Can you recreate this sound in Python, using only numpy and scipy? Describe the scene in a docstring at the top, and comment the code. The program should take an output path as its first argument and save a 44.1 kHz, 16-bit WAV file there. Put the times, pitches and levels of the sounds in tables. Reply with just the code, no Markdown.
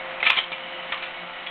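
"""A disc drive's tray closing.

The plastic tray clatters along its rails and latches, then the mechanism gives a few lighter clunks;
each impact excites the modes of the casing. The cooling fan hums and hisses throughout and a motor
whines faintly, in a small room. A narrow-band microphone with gain control picks it up."""
import sys
import numpy as np
from scipy import signal
from scipy.fft import rfft, irfft, next_fast_len
from scipy.io import wavfile
from scipy.ndimage import map_coordinates

SR = 44100
rng = np.random.default_rng(int(sys.argv[2]) if len(sys.argv) > 2 else 0)


def pcm_store(signal):
    """Save signal as 16-bit PCM."""
    levels = np.round(np.clip(np.atleast_2d(signal), -1, 1) * 32767)
    wavfile.write(sys.argv[1], SR, levels.astype(np.int16).T)


N = 66150

# Spectrum of a plastic contact. Each row: frequency in Hz, relative spectral density in dB.
CONTACT_SPECTRUM = [(30, -29), (100, -16.5), (300, -21.5), (600, -11), (900, -5), (1500, -5.5), (2200, 0.5),
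                    (3100, -0.5), (3800, -5), (4500, -13)]
# Low-pass response of the microphone. Each row: frequency in Hz, gain in dB.
MIC_RESPONSE = [(3700, -1), (4050, -6.5), (4300, -12), (4500, -25), (4650, -50), (4800, -110)]


def amp(db):
    """Amplitude ratio for a level in decibels."""
    return 10 ** (np.asarray(db) / 20)


def unit(x):
    """Normalisation to an rms of 1."""
    return x / np.sqrt(np.mean(x ** 2) + 1e-20)


def along(points, hz):
    """Interpolation of (Hz, value) points on a logarithmic frequency axis."""
    freqs, values = np.transpose(points)
    return np.interp(np.log(hz + 1), np.log(freqs + 1), values)


def envelope(points):
    """Amplitude envelope through (seconds, dB) points."""
    return amp(np.interp(np.arange(N) / SR, *np.transpose(points)))


def decay(t, t60):
    """Exponential damping: 60 dB in t60 seconds."""
    return np.exp(-np.log(1000) * t / t60)


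def wobble(knots_per_s):
    """Smooth random modulation: a spline through Gaussian values."""
    return map_coordinates(rng.standard_normal(256), [np.arange(N) * knots_per_s / SR], mode="mirror")


def filtered(x, response):
    """Linear filtering: the spectrum is multiplied by a frequency response."""
    size = next_fast_len(N + SR // 2)
    return irfft(rfft(x, size) * response(np.fft.rfftfreq(size, 1 / SR)), size)[:N]


def noise(spectrum):
    """Coloured noise of rms 1 within the microphone's band."""
    white = rng.standard_normal(N)
    return unit(filtered(white, lambda hz: amp(along(spectrum, hz)) * (hz < MIC_RESPONSE[-1][0])))


def tone(hz, flutter_db=4):
    """A sinusoid of rms 1 with random amplitude modulation; its phase is the integral of hz."""
    flutter = amp(flutter_db * wobble(14))
    return unit(flutter * np.sin(2 * np.pi * (np.cumsum(hz) / SR + rng.random())))


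def add(track, start_s, sound):
    """Superposition of a sound on the track from start_s onward."""
    i = max(round(start_s * SR), 0)
    track[i:i + len(sound)] += sound[:max(N - i, 0)]


def room(x, tail_db=-6):
    """Reverberation: a diffuse tail of decaying noise follows the direct sound after 5 ms."""
    # Each row: frequency in Hz, reverberation time in seconds.
    reverb_times = [(200, 0.18), (1200, .35), (4000, .28)]
    hz, t, spectra = signal.stft(rng.standard_normal(SR // 2), SR, nperseg=256)
    tail = signal.istft(spectra * decay(t, along(reverb_times, hz)[:, None]), SR, nperseg=256)[1]
    response = np.pad(tail, (SR // 200, 0)) / np.linalg.norm(tail)
    return x + amp(tail_db) * signal.fftconvolve(x, response)[:len(x)]


def fan(blade_hz=175.6, drift=0.0035):
    """Periodic blade passage gives a harmonic series; turbulent air adds broadband noise."""
    # The fundamental, which swells briefly. 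Each row: time in seconds, level in dB.
    fundamental_levels = [(0, -59), (.7, -57), (1.17, -60.5), (1.235, -46), (1.29, -62.5), (1.5, -53)]
    # The third harmonic, the strongest. Each row: time in seconds, level in dB.
    third_levels = [(0, -40.5), (.27, -42), (.35, -47.5), (.55, -42), (.85, -43.5), (1.2, -48.5),
                    (1.5, -49.5)]
    # The other harmonics. Each row: multiple of the blade rate, level in dB.
    harmonics = [(2, -55), (4, -51.5), (5, -55.5)]
    # Rushing air. Each row: frequency in Hz, relative spectral density in dB.
    air_spectrum = [(25, -13.5), (50, -25.5), (110, -23.5), (180, -13.5), (215, -16), (245, -10),
                    (290, -15), (350, -12.5), (430, -16), (520, -9), (680, -2), (850, -5.5), (1150, -4.5),
                    (1500, -8), (2000, -4.5), (2600, -8), (3150, -11.5), (3600, -15.5), (4400, -23)]
    # Its envelope. Each row: time in seconds, level in dB.
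    air_levels = [(0, -34.5), (.2, -34), (.48, -36), (.8, -35), (1.15, -37), (1.5, -37.5)]
    hz = blade_hz * (1 + drift * wobble(18))
    overtones = sum(amp(db) * tone(order * hz) for order, db in harmonics)
    fundamental = envelope(fundamental_levels) * tone(hz)
    third = envelope(third_levels) * tone(3 * hz, flutter_db=0.44)
    return fundamental + third + overtones + envelope(air_levels) * noise(air_spectrum)


def motor(drift=0.0017, gear_hz=2972, width_hz=240):
    """Rotation gives spectral lines that waver together; the gears whir as narrow-band noise."""
    # Each row: frequency in Hz, level in dB.
    motor_lines = [(1287, -55), (1364, -51.5), (1470, -51), (1955, -49), (2116, -63), (2212, -46.5),
                   (3871, -58.5)]
    # Whir of the tray gears. Each row: time in seconds, level in dB.
    gear_levels = [(0, -56.5), (.45, -62), (.56, -41.5), (.8, -39), (.95, -46.5), (1.5, -46)]
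    speed = 1 + drift * wobble(9.5)
    whine = sum(amp(db) * tone(hz * speed) for hz, db in motor_lines)
    whir = filtered(rng.standard_normal(N), lambda hz: 1 / (1 + (2 * (hz - gear_hz) / width_hz) ** 2))
    return whine + envelope(gear_levels) * unit(whir)


def tray_slide(contacts_per_s=450):
    """The tray chatters on its rails: a Poisson process of tiny contacts whose energies add."""
    # Each row: time in seconds, level in dB.
    rattle_levels = [(.21, -60), (.235, -31), (.28, -25), (.32, -33), (.39, -18), (.43, -45.5), (.48, -45)]
    t = np.arange(SR // 20) / SR
    hits = (rng.random(N) < contacts_per_s / SR) * rng.exponential(size=N)
    energy = np.abs(signal.fftconvolve(hits, decay(t, t60=0.0093))[:N])
    chatter = unit(np.sqrt(energy) * noise(CONTACT_SPECTRUM))
    return room(envelope(rattle_levels) * chatter)


def squeak(start_s=0.9225, level_db=-25.5, from_hz=2200, to_hz=1087, glide_s=0.0065, roughness=0.075):
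    """Friction gives a rough note whose pitch drops quickly as the rubbing part comes to rest."""
    out, t = np.zeros(N), np.arange(SR // 4) / SR
    glide = to_hz + (from_hz - to_hz) * np.exp(-t / glide_s)
    hz = glide * (1 + roughness * wobble(600)[:len(t)])
    add(out, start_s, amp(level_db) * np.sin(2 * np.pi * np.cumsum(hz) / SR) * decay(t, t60=0.22))
    return room(out)


def body_thumps():
    """The drive's body takes the heavier blows with a strongly damped low-frequency response."""
    # Each row: start in seconds, level in dB.
    blows = [(0.23, -38.5), (0.267, -36.5), (.301, -37.5), (0.516, -36)]
    # Each row: frequency in Hz, relative spectral density in dB.
    body_spectrum = [(25, -8.5), (110, -6), (300, -7), (500, 0), (900, -34)]
    out, t = np.zeros(N), np.arange(SR // 4) / SR
    for start_s, db in blows:
        add(out, start_s, amp(db) * noise(body_spectrum)[:len(t)] * decay(t, t60=0.076))
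    return out


def peak_crackle():
    """Broadband noise bursts: two thin, bright ticks of clipping-like distortion on the loudest blow."""
    # Each row: start in seconds, level before filtering in dB.
    ticks = [(.3022, -25), (.3075, -29.5)]
    # Each row: frequency in Hz, gain in dB.
    colour = [(1500, -11.5), (4500, 6), (7000, -5), (11000, -11.5), (15500, -10)]
    out, t = np.zeros(N), np.arange(SR // 20) / SR
    for start_s, db in ticks:
        add(out, start_s, amp(db) * rng.standard_normal(len(t)) * decay(t, t60=0.011))
    return filtered(out, lambda hz: amp(along(colour, hz)))


def knocks(attack_s=0.00074, scatter_db=1.5):
    """Impact excitation: each contact cracks, and the struck part and the casing ring in damped modes."""
    # Plastic contacts of tray and latch. Each row: start in seconds, level in dB, pitch of the struck
    # part in Hz, relative level of its ping in dB, relative level of the casing's ring in dB.
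    contacts = [(.108, -34, 3180, -2, -12), (.203, -26.5, 2494, 4.5, -5.5), (.228, -15, 2120, 4, -11),
                (0.241, -21, 2564, 6.5, -11.5), (.253, -19.5, 2400, -12.5, 1.5),
                (.257, -19.5, 2430, -7, 2.5), (0.2654, -12.5, 2334, 7, -2), (.271, -13, 2440, 4.5, -1.5),
                (.282, -17, 2500, -7, -4.5), (.2875, -21, 2670, -2.5, -6.5), (0.2994, -9, 2587, -2.5, -13),
                (.3018, -6.5, 2994, -8, -12), (.311, -19.5, 2547, -2, 3), (0.33, -30.5, 2420, -3, 1),
                (0.344, -31, 3260, 7.5, -5.5), (.365, -16.5, 3065, -3.5, -5), (.372, -18.5, 3220, 9, -1.5),
                (.386, -16, 3085, 10, -5), (.389, -20.5, 3274, 7, -12), (0.5184, -20, 2316, 1.5, -7),
                (0.5278, -25.5, 2374, 8.5, -11), (.921, -18.5, 2465, -1.5, -10),
                (.9235, -22.5, 1967, 5, -6), (.943, -26.5, 2570, -5.5, -24.5), (.974, -28, 2300, -17, -6.5),
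                (1.024, -24, 2715, -9.5, -2.5), (1.037, -26, 2346, 1, -7), (1.056, -34, 3380, 1, -15),
                (1.463, -29, 3470, -4, -9), (1.47, -27.5, 3320, 6, -12)]
    # Each row: frequency in Hz, relative level in dB, time to decay by 60 dB in seconds.
    casing_modes = [(900, -14.5, .07), (1280, -15.5, 0.3), (1775, -13.5, 0.18), (1820, -18.5, 0.061),
                    (2054, -8.5, 0.12), (2361, -4, 0.24), (2605, -10.5, 0.14), (2685, -12.5, 0.36),
                    (2770, -10, 0.14), (2964, -11, 0.26), (3070, -24, 0.18), (3140, -18, .22),
                    (3434, -16.5, 0.24)]
    out, t = np.zeros(N), np.arange(SR // 2) / SR
    mode_hz, mode_db, mode_t60 = np.transpose(casing_modes)[:, :, None]
    rise = 1 - np.exp(-t / attack_s)
    for start_s, db, ping_hz, ping_db, ring_db in contacts:
        crack = noise(CONTACT_SPECTRUM)[:len(t)] * decay(t, t60=0.04)
        ping = amp(ping_db) * np.sin(2 * np.pi * ping_hz * t) * decay(t, t60=0.032)
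        amplitudes = amp(ring_db + mode_db + scatter_db * rng.standard_normal(mode_hz.shape))
        phases = 2 * np.pi * (mode_hz * t + rng.random(mode_hz.shape))
        ring = (amplitudes * np.sin(phases) * decay(t, mode_t60)).sum(0)
        add(out, start_s, amp(db) * (room(rise * (crack + ping)) + rise * ring))
    return out


def scene():
    """Superposition at one microphone; only the peak crackle lies above the low-pass response."""
    sources = knocks() + body_thumps() + squeak() + tray_slide() + fan() + motor()
    muffled = filtered(sources, lambda hz: amp(along(MIC_RESPONSE, hz)))
    return (muffled + peak_crackle())[None]


def record(dry, knee_db=-23.5, slope=0.29, averaging_s=0.12, top_hz=15850):
    """Automatic gain control: gain falls as the running mean power rises. A band limit follows."""
    pole = np.exp(-1 / (averaging_s * SR))
    power = signal.lfilter([1 - pole], [1, -pole], dry[0] ** 2)
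    gain = (1 + power / amp(knee_db) ** 2) ** -slope
    return filtered(gain * dry[0], lambda hz: hz < top_hz)[None]


dry = scene()
out = record(dry)
pcm_store(out)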